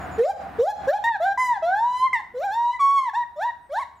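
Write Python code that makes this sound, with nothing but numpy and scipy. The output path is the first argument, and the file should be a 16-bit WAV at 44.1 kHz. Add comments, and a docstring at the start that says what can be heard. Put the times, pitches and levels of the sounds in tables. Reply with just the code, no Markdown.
"""Rising whoops, arching yelps and long wails of a gibbon-like ape, echoing in a hard-walled enclosure.
The voice is a nearly pure tone with a ladder of weak overtones, coloured by throat and mouth.
Behind it: thin bird whistles, a low rumble, machine hum and outdoor noise. Hum, outdoor noise and
echo tails swell around the first three whoops, then stay low."""
import sys
import numpy as np
from scipy import signal
from scipy.fft import rfft, irfft, next_fast_len
from scipy.io import wavfile
from scipy.ndimage import uniform_filter1d, map_coordinates

SR = 44100
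rng = np.random.default_rng(int(sys.argv[2]) if len(sys.argv) > 2 else 0)


def put_to_file(sound):
    """Save the sound as 16-bit audio at rate SR, in the file named by the first command-line argument."""
    columns = np.atleast_2d(sound).T  # one column per channel
    safe = np.clip(columns, -1, 1)
    whole_steps = np.round(safe * 32767)
    wavfile.write(sys.argv[1], SR, whole_steps.astype(np.int16))


N = 176400

# Call contours, one list per call. Each row: time in seconds, pitch in Hz, then levels in dB
# (before trims) of the fundamental, second harmonic, middle overtones and treble overtones.
WHOOP_CALLS = [
    [(0.186, 442, -17, -63, -47.5, -52.5), (0.206, 459.6, -14.5, -61, -58.5, -61.5),
     (0.236, 511, -20, -52, -49.5, -57), (0.28, 736, -24.5, -49, -61, -54.5),
     (0.308, 819, -20.5, -46.5, -54.5, -52), (0.322, 776, -41, -44.5, -53, -62.5)],
    [(0.592, 452, -13.5, -46, -51.5, -56.5), (0.622, 497.6, -17.5, -52, -53, -56.5),
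     (0.658, 666, -26, -47, -62, -56.5), (0.684, 819.4, -19.5, -45, -49.5, -56.5),
     (0.708, 853, -28, -39.0, -51.5, -50.5), (0.72, 828, -40, -43.5, -51.5, -58)],
    [(0.876, 503.7, -17, -32.5, -51, -50.5), (0.908, 604, -19.5, -54, -47.5, -51.5),
     (0.922, 698, -27.0, -46, -63.5, -61), (0.936, 772, -20, -35.5, -43, -57),
     (0.952, 840, -22, -43, -58.5, -55.5), (0.982, 840, -31, -40, -50.5, -61.5)],
    [(1.203, 632, -24.5, -42, -62, -66.5), (1.233, 691, -19, -43.5, -43, -53),
     (1.267, 785.6, -21, -28, -51, -57.5), (1.325, 793, -21.5, -29.5, -49.5, -59.0),
     (1.335, 809, -31, -43.5, -64.5, -62.5)],
    [(3.135, 777, -30, -37, -66, -59), (3.155, 906, -27.5, -34.5, -39.5, -55.0),
     (3.181, 971.5, -19.5, -48, -58, -60.5), (3.225, 957, -24.5, -37.5, -53, -67.5),
     (3.237, 932, -34.5, -32.5, -62.5, -72)],
    [(3.362, 583, -41.5, -70, -64, -68.5), (3.39, 611, -28.5, -47, -63, -66),
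     (3.432, 880, -26, -32.5, -43.5, -51), (3.462, 975.4, -22, -46.5, -53, -63.5),
     (3.498, 949, -25, -32, -53, -68), (3.508, 920, -49, -35, -57, -75.5)],
    [(3.697, 536, -42, -63, -70, -81), (3.727, 589, -28.5, -50, -55.5, -59.5),
     (3.765, 851, -27, -31.5, -49.0, -59), (3.789, 948, -20.5, -44.5, -46.5, -57.5),
     (3.805, 1176, -30.5, -49, -62, -60), (3.835, 930, -28.5, -35, -48.5, -61.0)],
]
YELP_CALLS = [
    [(1.04, 911, -23.5, -27, -34.5, -44), (1.09, 945.3, -22, -23.5, -47, -62.5),
     (1.12, 897.6, -24, -40.5, -53, -69), (1.14, 868, -36, -31, -49, -67),
     (1.16, 813, -22.0, -29.5, -50.5, -65.5), (1.172, 727, -35, -49, -61, -65)],
    [(1.376, 980, -20.5, -29, -55, -50), (1.4, 1025, -20.5, -27.5, -51.5, -44),
     (1.47, 995, -25.5, -29.5, -48.5, -43.5), (1.52, 965.5, -15, -35.5, -55.5, -61),
     (1.55, 866, -36, -37, -51.5, -66.5), (1.58, 786, -25, -37, -62, -65)],
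    [(2.131, 1064, -23.5, -23.5, -51, -48.5), (2.161, 925.4, -24.0, -25, -43.5, -55.5),
     (2.185, 890, -38, -40.5, -51.5, -62.5), (2.209, 811, -37, -47.5, -68, -64.5)],
]
WAIL_CALLS = [
    [(1.625, 654, -22, -42, -51, -62.5), (1.643, 653.5, -20.5, -44.0, -47, -57.5),
     (1.733, 777, -20.5, -27.5, -56, -63.5), (1.799, 892, -26, -42.5, -47, -55),
     (1.811, 911, -21, -50, -56.5, -59), (1.87, 974, -19, -58, -54, -64),
     (1.998, 1012, -28.5, -48.5, -42, -50.5), (2.034, 1030, -14, -51.5, -45, -54.5),
     (2.064, 1065, -15, -36.5, -43, -62), (2.082, 1017, -29, -31.5, -58, -64.5)],
    [(2.344,487,-33.5,-59.5,-72,-75), (2.378,499.5,-26,-52.5,-56,-64), (2.4,558,-29.5,-54.5,-64,-60),
     (2.44,789,-25,-36.5,-44,-57), (2.456,828,-23.5,-44,-55.5,-54.5), (2.494,762.5,-25.5,-29,-60.5,-62.5),
     (2.542,894,-29.5,-47.5,-42,-51), (2.577,937,-22,-41.5,-52,-61), (2.703,965.2,-19.5,-59,-49,-61.5),
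     (2.728,999,-36.5,-51.5,-45,-60.5), (2.747,1015,-33.5,-33,-55.5,-63.5), (2.773,969,-34.5,-46,-62,-67)],
    [(2.794,1155,-33,-47,-59,-63), (2.808,1125,-17.5,-42,-42,-46.5), (2.834,1107,-17,-38.5,-49.5,-50.5),
     (2.958,1118,-18.5,-56.5,-46.5,-54), (2.986,1097,-17.5,-35,-40.5,-47.5),
     (3.013,1060,-22.5,-54,-54.5,-58), (3.051,1031,-26.5,-36.5,-56,-60), (3.089,928,-21.5,-41,-54,-62.5),
     (3.099,842,-44,-35.5,-49.5,-60)],
]
# Hoarse moments. Each row: centre in seconds, half length in seconds, added roughness.
HOARSE_MOMENTS = [(2.165, .03, 1), (3.8, .07, 3.6)]
# Throat and mouth resonances, normal and wide open. Each row: frequency in Hz, gain in dB.
TRACT_EQ = [(1000, -3), (1350, 0.5), (1620, 14), (1850, 8.5), (2300, 1), (3150, -4), (3600, 7),
            (4200, -0.5), (4650, -11), (5600, -0.5), (6200, -12.5), (7200, -4.5), (8300, -19.5),
            (12000, -18.5)]
OPEN_TRACT_EQ = [(3200, 3.5), (4050, -1), (4600, -9), (5500, -2.5), (8100, -8), (8900, -15), (11000, -13),
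                 (15500, -40)]
# Nearby walls. Each row: delay in seconds, gain in dB, pan from -1 (right) to 1 (left).
WALL_ECHOES = [(.0034, -17.5, 0.16), (0.0128, -16.5, -0.54), (.027, -20.5, 0.26)]
# Reverb decay. Each row: frequency in Hz, time to fall 60 dB in seconds.
REVERB_T60 = [(200, 0.25), (900, 0.48), (2000, 0.46), (5000, 0.46), (12000, 0.22)]
# Reverb colour. Each row: frequency in Hz, gain in dB.
REVERB_EQ = [(700, -1), (1050, -2.5), (3000, 1)]
# Bird whistles. Each row: start in seconds, length in seconds, first and last pitch in Hz, level in dB.
WHISTLES = [(0, 0.067, 6930, 6900, -60), (0.11, 0.068, 7140, 6850, -56.5), (3.605, 0.11, 8550, 8260, -77),
            (3.952, 0.054, 8160, 6100, -74)]
# Machine tones. Each row: frequency in Hz, level in dB before the swell.
HUM_TONES = [(71, -47), (89, -49), (143, -54), (178, -51)]
# Outdoor noise and low rumble. Each row: frequency in Hz, relative spectral density in dB.
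OUTDOOR_SPECTRUM = [(25, -24.5), (50, -24.5), (80, -6), (270, -5.5), (570, -12), (730, 2.5), (870, -8),
                    (1500, -8), (3200, -29), (6000, -42), (15500, -45.5)]
RUMBLE_SPECTRUM = [(25, -6), (85, 10.5), (120, -11.5), (175, -5), (900, -31.5)]
# Swell of hum, outdoor noise and echo tails. Each row: time in seconds, gain in dB.
SWELL_CURVE = [(0, 2), (0.202, 0), (0.242, -21), (.35, -18.5), (0.421, -5), (.52, -4.5), (.6, -2),
               (.65, -22.5), (.74, -20), (0.858, -1), (0.887, -8.5), (0.929, -24), (1.0, -18.5),
               (1.035, -13.5), (1.1, -19.5), (1.65, -18.5), (2.5, -21), (2.68, -25)]

REF_PITCH_HZ, REF_ATTACK_S, RELEASE_S = 762.6, 0.0055, 0.006
JITTER_RATIO, SMEAR_RAD, FLUTTER_DB = 0.002, 0.036, 4.5  # depths at roughness 1; smear per harmonic number
JITTER_HZ, SMEAR_HZ, FLUTTER_HZ = 200, 500, 65
SECOND_TRIM_DB, UPPER_TRIM_DB = 1, -1
MIDDLE_RASP_DB, TREBLE_RASP_DB = -17, -11
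MIDDLE_FROM_HZ, TREBLE_FROM_HZ, TOP_HZ = 2400, 4600, 15750
OPEN_FROM_HZ, OPEN_SPAN_HZ = 960, 70
REVERB_DB, REVERB_DELAY_S, REVERB_WIDTH = -12.5, 0.014, 0.5
OUTDOOR_DB, RUMBLE_DB, AMBIENT_WIDTH = -36.5, -65.5, 0.46


def ape_call(rows):
    """One gliding call: fundamental, octave, overtones and rasp. Lower pitch is rougher."""
    knots_s, *columns = np.transpose(rows)
    attack_s = REF_ATTACK_S * (REF_PITCH_HZ / columns[0][0]) ** 2  # low calls start more softly
    first = max(0, int((knots_s[0] - attack_s / 2) * SR))
    samples = np.arange(first, min(N, int((knots_s[-1] + RELEASE_S) * SR)))
    t, n = samples / SR, len(samples)
    contours = [uniform_filter1d(np.interp(t, knots_s, column), size=400) for column in columns]
    pitch_hz, first_db, second_db, middle_db, treble_db = contours
    pitch_hz = uniform_filter1d(pitch_hz, size=500)
    gate = np.clip((t - t[0]) / attack_s, 0, 1) * np.clip((t[-1] - t) / RELEASE_S, 0, 1)
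    hoarse = sum(extra * np.exp(-((t - at_s) / half_s) ** 2) for at_s, half_s, extra in HOARSE_MOMENTS)
    roughness = (REF_PITCH_HZ / pitch_hz) ** 2 + hoarse
    jitter = 1 + JITTER_RATIO * roughness * wobble(JITTER_HZ, n)
    phase = 2 * np.pi * np.cumsum(pitch_hz * jitter) / SR
    middle, treble = overtones(pitch_hz, phase, roughness)
    second_db += 0.5 * FLUTTER_DB * wobble(FLUTTER_HZ, n)
    middle += amp(MIDDLE_RASP_DB) * roughness * rasp(phase, MIDDLE_FROM_HZ, TREBLE_FROM_HZ)
    treble += amp(TREBLE_RASP_DB) * roughness * rasp(phase, TREBLE_FROM_HZ, TOP_HZ)
    voice = (amp(first_db) * np.sin(phase)
             + amp(second_db + SECOND_TRIM_DB) * np.sin(2 * phase)
             + amp(middle_db + UPPER_TRIM_DB) * middle
             + amp(treble_db + UPPER_TRIM_DB) * treble)
    return np.bincount(samples, np.sqrt(2) * gate * voice, N)


def overtones(pitch_hz, phase, roughness):
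    """Wavering harmonics 3-31 in two normalised bands. The mouth opens on the highest notes."""
    n = len(phase)
    k = np.arange(3, 32)[:, None]
    hz = k * pitch_hz
    flutter = np.minimum(roughness, 2) * np.array([wobble(FLUTTER_HZ, n) for _ in k])
    opening = np.clip((pitch_hz - OPEN_FROM_HZ) / OPEN_SPAN_HZ, 0, 1)
    tract_db = (1 - opening) * log_interp(TRACT_EQ, hz) + opening * log_interp(OPEN_TRACT_EQ, hz)
    gains = amp(tract_db + FLUTTER_DB * flutter) * (hz < TOP_HZ)
    smear_rad = SMEAR_RAD * k * roughness * np.array([wobble(SMEAR_HZ, n) for _ in k])
    partials = gains * np.sin(k * phase + smear_rad)
    upper_share = np.clip((hz - MIDDLE_FROM_HZ) / pitch_hz + 0.5, 0, 1)
    treble_share = np.clip((hz - TREBLE_FROM_HZ) / pitch_hz + 0.5, 0, 1)
    middle_norm = np.sqrt(((upper_share - treble_share) * gains ** 2).sum(0))
    treble_norm = np.sqrt((treble_share * gains ** 2).sum(0))
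    middle = ((1 - treble_share) * partials).sum(0) / middle_norm
    treble = (treble_share * partials).sum(0) / treble_norm
    return middle, treble


def rasp(phase, low_hz, high_hz):
    """Airy, throat-coloured noise band, pulsed once per voice cycle."""
    air = filtered(noise(TRACT_EQ, len(phase)), lambda hz: (hz > low_hz) & (hz < high_hz))
    return (1 + np.cos(phase)) / 2 * unit_rms(air)


def wall_echoes(x):
    """Weak early reflections that beat against the gliding voice."""
    return sum(amp(db) * np.array([[1 + pan], [1 - pan]]) * np.pad(x, (int(delay_s * SR), 0))[:N]
               for delay_s, db, pan in WALL_ECHOES)


def enclosure_reverb(x):
    """Diffuse echo of the walls; lows and top treble die first."""
    hz, t, spectra = signal.stft(rng.standard_normal((2, SR)), SR, nperseg=256)
    decay = amp(-60 * t / log_interp(REVERB_T60, hz)[:, None])
    tail = signal.istft(spectra * decay, SR, nperseg=256)[1]
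    coloured = filtered(x, lambda f: amp(log_interp(REVERB_EQ, f)))
    late = np.pad(coloured, (int(REVERB_DELAY_S * SR), 0))
    mid, side = signal.fftconvolve(late[None], tail / np.linalg.norm(tail[0]), axes=1)[:, :N]
    return amp(REVERB_DB) * stereo(mid, REVERB_WIDTH * side)


def bird_whistles():
    """Thin, falling whistles of a small bird."""
    out = np.zeros(N)
    for start_s, length_s, first_hz, last_hz, db in WHISTLES:
        progress = np.clip((np.arange(N) / SR - start_s) / length_s, 0, 1)
        hz = (first_hz + (last_hz - first_hz) * progress) * (1 + 0.0084 * wobble(rate_hz=140, n=N))
        envelope = np.sqrt(2 * np.abs(np.sin(np.pi * progress)))
        out += amp(db) * envelope * np.sin(2 * np.pi * np.cumsum(hz) / SR)
    return out


def machine_hum():
    """Low machine tones with wandering phase."""
    t = np.arange(N) / SR
    return sum(amp(db) * np.sqrt(2) * np.sin(2 * np.pi * hz * t + 0.5 * wobble(rate_hz=7, n=N))
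               for hz, db in HUM_TONES)


def ambient_noise(spectrum, db):
    """Steady, centred stereo noise: the outdoors or the low rumble."""
    return amp(db) * stereo(noise(spectrum, N), AMBIENT_WIDTH * noise(spectrum, N))


def amp(db):
    """Decibels to gain."""
    return 10 ** (np.asarray(db) / 20)


def unit_rms(x):
    """Scale to rms 1."""
    return x / np.sqrt(np.mean(x ** 2) + 1e-20)


def stereo(mid, side):
    """Mid and side to left and right."""
    return np.array([mid + side, mid - side])


def log_interp(points, hz):
    """Interpolate (Hz, value) points on a log frequency axis."""
    knots_hz, values = np.transpose(points)
    return np.interp(np.log(hz + 1), np.log(knots_hz + 1), values)


def wobble(rate_hz, n):
    """Smooth random curve, rate_hz knots a second."""
    return map_coordinates(rng.standard_normal(2048), [np.arange(n) * rate_hz / SR], mode="wrap")


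def filtered(x, response):
    """Zero-phase filter with gain response(hz)."""
    n = x.shape[-1]
    size = next_fast_len(n + 8192)
    return irfft(rfft(x, size) * response(np.fft.rfftfreq(size, 1 / SR)), size)[..., :n]


def noise(spectrum, n):
    """Coloured noise of rms 1."""
    return unit_rms(filtered(rng.standard_normal(n), lambda hz: amp(log_interp(spectrum, hz))))


def scene():
    """The ape straight ahead, its echoes, and the background."""
    ape = sum(ape_call(rows) for rows in [*WHOOP_CALLS, *YELP_CALLS, *WAIL_CALLS])
    birds = bird_whistles()
    rumble = ambient_noise(RUMBLE_SPECTRUM, RUMBLE_DB)
    swell = amp(np.interp(np.arange(N) / SR, *np.transpose(SWELL_CURVE)))
    reverb = swell * enclosure_reverb(ape / swell)  # tails follow only changes in the swell
    background = swell * (machine_hum() + ambient_noise(OUTDOOR_SPECTRUM, OUTDOOR_DB))
    return ape + wall_echoes(ape) + reverb + birds + rumble + background


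def record(dry):
    """Brick-wall low-pass at TOP_HZ."""
    return filtered(dry, lambda hz: hz < TOP_HZ)


dry = scene()
out = record(dry)
put_to_file(out)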